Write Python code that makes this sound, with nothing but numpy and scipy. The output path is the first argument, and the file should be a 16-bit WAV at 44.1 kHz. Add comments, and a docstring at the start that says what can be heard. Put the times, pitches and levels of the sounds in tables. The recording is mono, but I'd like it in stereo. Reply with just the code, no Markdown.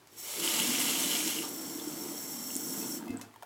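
"""A jet of tap water splashes into a ceramic washbasin in a small bathroom, heard from close by.
The valve hisses as it opens, and the airy jet crackles with foam and bubbles on the drain.
It is then turned down to a thin stream, while falling water makes the waste pipe gurgle.
Stray drops tick; the lever shuts with a soft thump and a click, and a few light knocks follow."""
import sys
import numpy as np
from scipy import signal
from scipy.fft import rfft, irfft, next_fast_len
from scipy.io import wavfile
from scipy.ndimage import uniform_filter1d

SR = 44100
rng = np.random.default_rng(int(sys.argv[2]) if len(sys.argv) > 2 else 0)


def put_to_file(sound):
    """Save the sound as 16-bit audio at rate SR, in the file named by the first command-line argument."""
    columns = np.atleast_2d(sound).T  # one column per channel
    safe = np.clip(columns, -1, 1)
    whole_steps = np.round(safe * 32767)
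    wavfile.write(sys.argv[1], SR, whole_steps.astype(np.int16))


N = 152145
T = np.arange(N) / SR


def from_db(db):
    """Turn decibels into a number to multiply by."""
    return 10 ** (np.asarray(db) / 20)


def rms_one(x):
    """Scale a sound so that its average strength (rms) is 1."""
    return x / np.sqrt(np.mean(x ** 2) + 1e-20)


def level(curve):
    """Volume that follows (seconds, dB) points and dies away quickly outside them."""
    s, db = np.transpose(curve)
    outside = np.maximum(s[0] - T, 0) + np.maximum(T - s[-1], 0)
    return from_db(np.interp(T, s, db)) * np.exp(-outside / 0.0115)


def colour(x, points):
    """Shape the tone along (Hz, dB) points, falling steeply below the first one."""
    hz, db = np.transpose(points)
    size = 2 * next_fast_len(N)
    octave = np.log2(np.maximum(np.arange(size // 2 + 1) * SR / size, 1))
    db = np.interp(octave, np.log2(hz), db) - 24 * np.clip(np.log2(hz[0]) - octave, 0, 2)
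    # These steps make the filter ring only after a sound, never before it.
    cepstrum = irfft(np.log(from_db(db)))
    cepstrum[1:size // 2] *= 2
    cepstrum[size // 2 + 1:] = 0
    return irfft(rfft(x, size) * np.exp(rfft(cepstrum)))[..., :N]


def drift(hz):
    """A random wander of typical size 1; a higher hz makes it quicker."""
    r = np.exp(-80 * np.pi * hz / SR)
    slow = signal.lfilter([1], [1, -2 * r, r * r], rng.standard_normal(N // 40 + 2002))[2000:]
    return np.interp(np.arange(N) / 40, np.arange(len(slow)), rms_one(slow))


def dying(t, t60):
    """A fade that starts at t = 0. The fade time t60 is the seconds it takes to fall 60 dB."""
    return (t >= 0) * np.exp(-np.log(1000) * np.maximum(t, 0) / t60)


def ping(s, db, hz, t60, rise_s):
    """One pure tone that starts at s seconds, swells and dies."""
    t = np.maximum(T - s, 0)
    shape = (1 - np.exp(-t / rise_s)) * dying(t, t60)
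    return from_db(db) * shape / shape.max() * np.sin(2 * np.pi * hz * t)


def ring(clicks, hz, t60):
    """Each click starts a fading tone as tall as the click."""
    r, w = from_db(-60 / (t60 * SR)), 2 * np.pi * hz / SR
    return signal.lfilter([0, np.sin(w)], [1, -2 * r * np.cos(w), r * r], clicks + 1e-18)


def resonance(x, hz, width_hz):
    """Let through a band of sound around one pitch."""
    r, w = np.exp(-np.pi * width_hz / SR), 2 * np.pi * hz / SR
    return signal.lfilter(np.array([1, 0, -1]) * (1 - r * r) / 2, [1, -2 * r * np.cos(w), r * r], x)


def gliding(x, hz, width_hz):
    """A resonance whose pitch slides along with hz."""
    turn = np.exp(2j * np.pi * np.cumsum(hz) / SR)
    r = np.exp(-np.pi * width_hz / SR)
    return (turn * signal.lfilter([1 - r], [1, -r], x / turn)).real


def grains(per_s, spread_db):
    """Random clicks: a positive spread makes a few louder, a negative one makes a few softer."""
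    sizes = from_db(spread_db * np.minimum(rng.exponential(1, N), 5.5)) * rng.choice([-1, 1], N)
    return sizes * (rng.random(N) < per_s / SR)


def bubbling(per_s, low_hz, high_hz, cycles, spread_db):
    """A swarm of bubbles of random size and pitch, each fading over the given number of vibrations."""
    pitches = np.geomspace(low_hz, high_hz, 24)
    births = grains(per_s, spread_db)
    chosen = rng.integers(0, len(pitches), N)
    return rms_one(sum(ring(births * (chosen == k), hz, cycles / hz) for k, hz in enumerate(pitches)))


def struck(hits, modes):
    """An object rings with its own natural tones (modes) after each hit."""
    clicks = np.zeros(N)
    for s, db in hits:
        clicks[int(s * SR)] += from_db(db)
    return sum(from_db(db) * ring(clicks, hz, t60) for hz, db, t60 in modes)


def reflections(x, t60):
    """Sound bounces off basin and tiles as a dense tail of echoes."""
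    t = T[:SR // 2]
    tail = rng.standard_normal(len(t)) * dying(t - 0.00075, t60)
    return signal.fftconvolve(x, tail / np.sqrt(np.sum(tail ** 2)))[:N]


def room_air():
    """The faint, steady hush of the room."""
    # The tone of the hush. Each row: frequency in Hz, gain in dB.
    tone = [(30, -14), (60, -11), (105, 6), (200, -7.5), (350, 3), (550, -7), (850, -1.5), (1500, -7.5),
            (4000, -12.5), (16000, -20.5)]
    return from_db(-60.5) * rms_one(colour(rng.standard_normal(N), tone))


def knocks():
    """Light handling knocks: each soft contact rings a few short tones, with a faint scuff."""
    # The knocks. Each row: start in seconds, level in dB, pitch in Hz.
    hits = [(3.196, -42, 970), (3.340, -48.5, 1080), (3.36, -43.5, 940), (3.4241, -37.5, 920),
            (3.431, -37.5, 710)]
    # The tones of one knock. Each row: multiple of the pitch, gain in dB, fade time in seconds.
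    modes = [(1, 0, 0.02), (1.9, -8, 0.015), (3.4, -14.5, 0.014)]
    scuff = rng.standard_normal(N) * sum(from_db(db - 10) * dying(T - s, t60=0.02) for s, db, _ in hits)
    body = sum(ping(s, db + mode_db, hz * ratio, t60, rise_s=0.00047)
               for s, db, hz in hits for ratio, mode_db, t60 in modes)
    return signal.sosfilt(signal.butter(2, 450, "high", fs=SR, output="sos"), body + scuff)


def basin_thump():
    """Shutting off the water shakes the basin, which rings low."""
    # The shake. Each row: start in seconds, strength in dB.
    hits = [(3.103, 2)]
    # The basin's tones. Each row: pitch in Hz, relative level in dB, fade time in seconds.
    modes = [(70, -62, 0.43), (106, -47, 0.6), (239.3, -43, 0.53), (455, -51, 0.56), (697, -53, 0.75)]
    return signal.sosfilt(signal.butter(2, 55, "high", fs=SR, output="sos"), struck(hits, modes))


def lever():
    """The lever clicks sharply, and moving it sets the metal tap ringing."""
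    # The clicks. Each row: start in seconds, relative level in dB.
    clicks = [(0.0725, -43.5), (3.082, -56), (3.105, -39), (3.213, -31.5), (3.2198, -41)]
    # The tone of a click. Each row: frequency in Hz, gain in dB.
    tone = [(500, 6), (2000, -3), (4000, 3), (7000, 4), (9300, -1), (12500, 2.5), (16000, -26)]
    # Jolts to the tap. Each row: start in seconds, strength in dB.
    jolts = [(2.812, -2), (3.079, -1), (3.103, 3), (3.213, -6)]
    # The metal's tones. Each row: pitch in Hz, level in dB relative to the jolt, fade time in seconds.
    modes = [(2097, -53, 0.14), (2600, -50, 0.22), (4930, -58.5, 0.079)]
    shape = sum(from_db(db) * (dying(T - s, t60=0.013) + from_db(-15) * dying(T - s, t60=0.11))
                for s, db in clicks)  # a quick snap plus a faint tail
    return 0.5 * shape * rms_one(colour(rng.standard_normal(N), tone)) + struck(jolts, modes)


def drops():
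    """Stray drops land, each with a short ping."""
    # The drops. Each row: start in seconds, peak level in dB, pitch in Hz, fade time in seconds.
    landings = [(1.3865, -27.5, 2810, 0.028), (1.406, -29, 10500, .005), (1.438, -40, 1182, 0.064),
                (1.447, -41, 980, 0.036), (1.4902, -27, 10800, 0.0033), (1.563, -24, 14600, 0.00069),
                (1.798, -36, 3450, 0.013), (2.504, -38, 2830, 0.013), (2.554, -18.5, 7300, 0.0032),
                (2.5655, -13, 9100, 0.001), (3.172, -33, 7860, 0.0068)]
    return sum(ping(s, db, hz, t60, rise_s=0.00008) for s, db, hz, t60 in landings)


def drain():
    """Falling water drums on the air in the waste pipe; now and then a large gulp stands out."""
    # How loud the gurgle is. Each row: time in seconds, relative level in dB.
    loudness = [(0.1, -81), (0.13, -62), (0.35, -59.5), (0.38, -43), (0.46, -38), (0.52, -44.5),
                (0.61, -38), (1.22, -40), (1.28, -37.5), (1.31, -46.5), (1.4, -36), (1.43, -43.5),
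                (2.13, -41), (2.19, -48.5), (2.36, -44.5), (2.52, -46), (2.66, -41.5), (2.81, -39.5),
                (3.06, -41.5), (3.11, -38), (3.3, -59.5)]
    # The tone of the drumming. Each row: frequency in Hz, gain in dB.
    tone = [(100, -26), (140, -4.5), (200, 0), (255, 0), (345, 2), (402, -11.5), (450, 1), (560, -26)]
    # The pipe's note as its water level shifts. Each row: time in seconds, pitch in Hz.
    melody = [(0.37, 397), (0.6, 258), (0.85, 261), (1.1, 287), (1.45, 300), (2.13, 317), (2.23, 254),
              (2.4, 231), (2.65, 256), (3.18, 269)]
    # The large gulps. Each row: start in seconds, peak level in dB, pitch in Hz.
    large_gulps = [(0.692, -30.5, 241), (1.057, -33.5, 250), (1.262, -29.5, 301), (1.391, -34, 314),
                   (1.757, -33.5, 306), (1.87, -33, 303), (1.963, -34, 305), (2.559, -31.5, 268),
                   (3.095, -34, 258), (3.144, -31, 269)]
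    rumble, drumming = (colour(grains(per_s=500, spread_db=1.5), tone) for _ in range(2))
    note = gliding(drumming, np.interp(T, *np.transpose(melody)), width_hz=65)
    gurgle = rms_one(note) + from_db(-6) * rms_one(rumble)
    power = np.abs(uniform_filter1d(gurgle ** 2, int(0.0424 * SR)))
    gurgle /= np.sqrt(power + 1e-12)  # even out the random swells
    gulps = sum(ping(s, db, hz, t60=0.065, rise_s=0.0026) for s, db, hz in large_gulps)
    return from_db(-1.3) * level(loudness) * gurgle + gulps


def valve():
    """Water churning through the valve hisses, and the tap's resonances make the hiss sing."""
    # How loud the hiss is. Each row: time in seconds, level in dB.
    loudness = [(0.07, -79), (0.12, -64), (0.16, -60), (0.185, -45), (0.24, -47), (0.4, -44.5),
                (1.25, -34.5), (1.38, -43.5), (1.52, -44.5), (1.9, -46), (2.2, -43.5), (2.5, -42.5),
                (2.76, -40), (2.95, -41.5), (2.985, -49), (3.02, -78), (3.08, -79)]
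    # The tap's resonances. Each row: pitch in Hz, width in Hz, gain in dB.
    modes = [(5520, 210, 5.5), (6180, 430, -3.5), (7300, 320, 1.5), (7740, 180, 3), (8050, 260, 1),
             (9850, 310, -4), (10530, 400, -1.5), (12070, 410, -1), (12350, 240, -2), (13050, 650, -0.5),
             (15030, 310, 1.5)]
    # The tone of the hiss between the resonances. Each row: frequency in Hz, gain in dB.
    tone = [(2000, -15.5), (4800, -6.5), (5800, 7.5), (8000, 3.5), (11400, 0.5), (13300, 1), (14200, -17),
            (16500, -5)]
    # The tap sings less while wide open. Each row: time in seconds, gain in dB.
    singing_curve = [(0.2, -1.5), (0.42, -2.5), (1.25, -11.5), (1.5, -1)]
    whistles = sum(from_db(db) * resonance(resonance(rng.standard_normal(N), hz, width), hz, width)
                   for hz, width, db in modes)
    singing = from_db(np.interp(T, *np.transpose(singing_curve))) * rms_one(whistles)
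    hiss = from_db(-7) * rms_one(colour(rng.standard_normal(N), tone))
    return level(loudness) * from_db(drift(hz=37)) * rms_one(singing + hiss)


def stream():
    """The thin stream patters on the drain rim, then thins to a dull dribble once the tap is shut."""
    # How loud the stream is. Each row: time in seconds, relative level in dB.
    loudness = [(1.44, -47), (1.5, -51), (1.85, -52), (2.12, -51.5), (2.4, -53.5), (2.55, -53.3),
                (2.7, -52.3), (2.84, -50), (2.92, -52.5), (3.08, -53.5), (3.21, -57), (3.3, -63)]
    # The tone of the patter. Each row: frequency in Hz, gain in dB.
    tone = [(350, -2), (450, 3), (640, -4), (800, 0), (1130, -4), (1300, -4.5), (1900, -5.5), (2450, -8),
            (3200, -5), (4700, -5.5), (9000, -5), (16000, -35)]
    # Hollow resonances under the stream. Each row: pitch in Hz, width in Hz, relative level in dB.
    modes = [(1306, 160, -19.5), (2107, 21, -22), (3200, 130, -18), (4260, 59, -21.5)]
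    ticks = rms_one(grains(per_s=2500, spread_db=1))
    bubbles = bubbling(per_s=2500, low_hz=579, high_hz=4830, cycles=9.4, spread_db=1.5)
    hollow = sum(from_db(db) * rms_one(resonance(ticks, hz, width)) for hz, width, db in modes)
    patter = rms_one(colour(bubbles + from_db(7.5) * ticks, tone)) + hollow
    dull_patter = signal.lfilter(*signal.butter(1, 3500, fs=SR), patter)
    drips = bubbling(per_s=160, low_hz=640, high_hz=1600, cycles=32, spread_db=-2.5)
    dribble = from_db(-3) * drips + from_db(-6) * dull_patter
    shut = np.clip((T - 2.98) / 0.029, 0, 1)  # goes from 0 to 1 as the tap shuts
    flutter = from_db(2 + 0.37 * drift(hz=43))
    return level(loudness) * flutter * ((1 - shut) * patter + shut * dribble)


def spatters():
    """The jet spits on the drain grille: a crisp crack, and bubbles ringing around one pitch."""
    # The spits. Each row: start in seconds, starting level in dB, pitch in Hz.
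    spits = [(0.476, -25, 3100), (0.599, -26.5, 3000), (0.7497, -27, 2780), (0.803, -26, 8500),
             (1.038, -30.5, 3320), (1.1153, -28.5, 3050), (1.132, -28, 3040), (1.1505, -27, 3180),
             (1.206, -30.5, 2930), (1.3015, -29, 11700)]
    out = np.zeros(N)
    for s, db, hz in spits:
        noise = rng.standard_normal(N)
        bubbles = rms_one(resonance(resonance(noise, hz, width_hz=760), hz, width_hz=760))
        crack = from_db(-14) * noise * dying(T - s, t60=0.007)
        out += from_db(db) * (bubbles * dying(T - s, t60=0.031) + crack)
    return out


def jet():
    """The airy jet: bursting foam crackles over a smooth rush, with bubbles and fizz ringing in it."""
    # How loud the jet is. Each row: time in seconds, relative level in dB.
    loudness = [(0.13, -66.5), (0.2, -57), (0.26, -50), (0.3, -46.5), (0.38, -44.5), (0.46, -38.5),
                (0.76, -38.5), (0.95, -39.5), (1.14, -39.5), (1.31, -41.5), (1.355, -44), (1.44, -49),
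                (1.475, -63)]
    # The tone of the splash. Each row: frequency in Hz, gain in dB.
    tone = [(450, -1.5), (600, -3.5), (720, -5), (900, -3), (1080, -5.5), (1230, -3.5), (1400, -6),
            (1850, -6.5), (2250, -1.5), (2750, -4), (3200, -0.5), (3600, -2.5), (4700, -3.5), (5400, -4.5),
            (6500, -3.5), (7300, 0.5), (8200, -1.5), (8800, -5.5), (10100, -3.5), (11500, -2),
            (13000, -7.5), (15000, -9), (16500, -12)]
    crackle = rms_one(grains(per_s=7000, spread_db=3))
    rush = from_db(-2.5) * rng.standard_normal(N)
    splash = from_db(6) * rms_one(colour(crackle + rush, tone))
    clumps = from_db(-3 + 2 * drift(hz=50))
    bubbles = clumps * bubbling(per_s=1000, low_hz=2680, high_hz=3300, cycles=80, spread_db=1)
    fizz = from_db(-1) * bubbling(per_s=1700, low_hz=5030, high_hz=12800, cycles=66, spread_db=3.5)
    # Bubbles and fizz grow by 20 dB as water pools over the drain.
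    pool_start_s, fill_s = 0.37, 0.052
    pooled = from_db(-20 * np.clip(1 - (T - pool_start_s) / fill_s, 0, 1))
    return level(loudness) * from_db(drift(hz=28)) * (splash + pooled * (bubbles + fizz))


def scene():
    """All sources sit in the middle; echoes give a little width."""
    # How much left and right differ. Each row: frequency in Hz, gain of the side sound in dB.
    width = [(110, -21), (220, -32.5), (380, -21.5), (650, -11), (1200, -11), (3000, -14), (9800, -13.5),
             (11300, -8), (16000, -105)]
    direct = valve() + jet() + spatters() + stream() + drops() + lever() + knocks()
    air = room_air()
    echoes = from_db(-7) * reflections(direct, t60=0.21)
    middle = direct + echoes + drain() + basin_thump() + air
    side = colour(reflections(middle, t60=0.2), width)
    return np.array([middle + side, middle - side]) * from_db([[-0.2], [0.2]])


def record(dry):
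    """Cut the highest treble steeply, above 16600 Hz."""
    return signal.sosfilt(signal.ellip(12, 0.1, 80, 16600, fs=SR, output="sos"), dry)


dry = scene()
out = record(dry)
put_to_file(out)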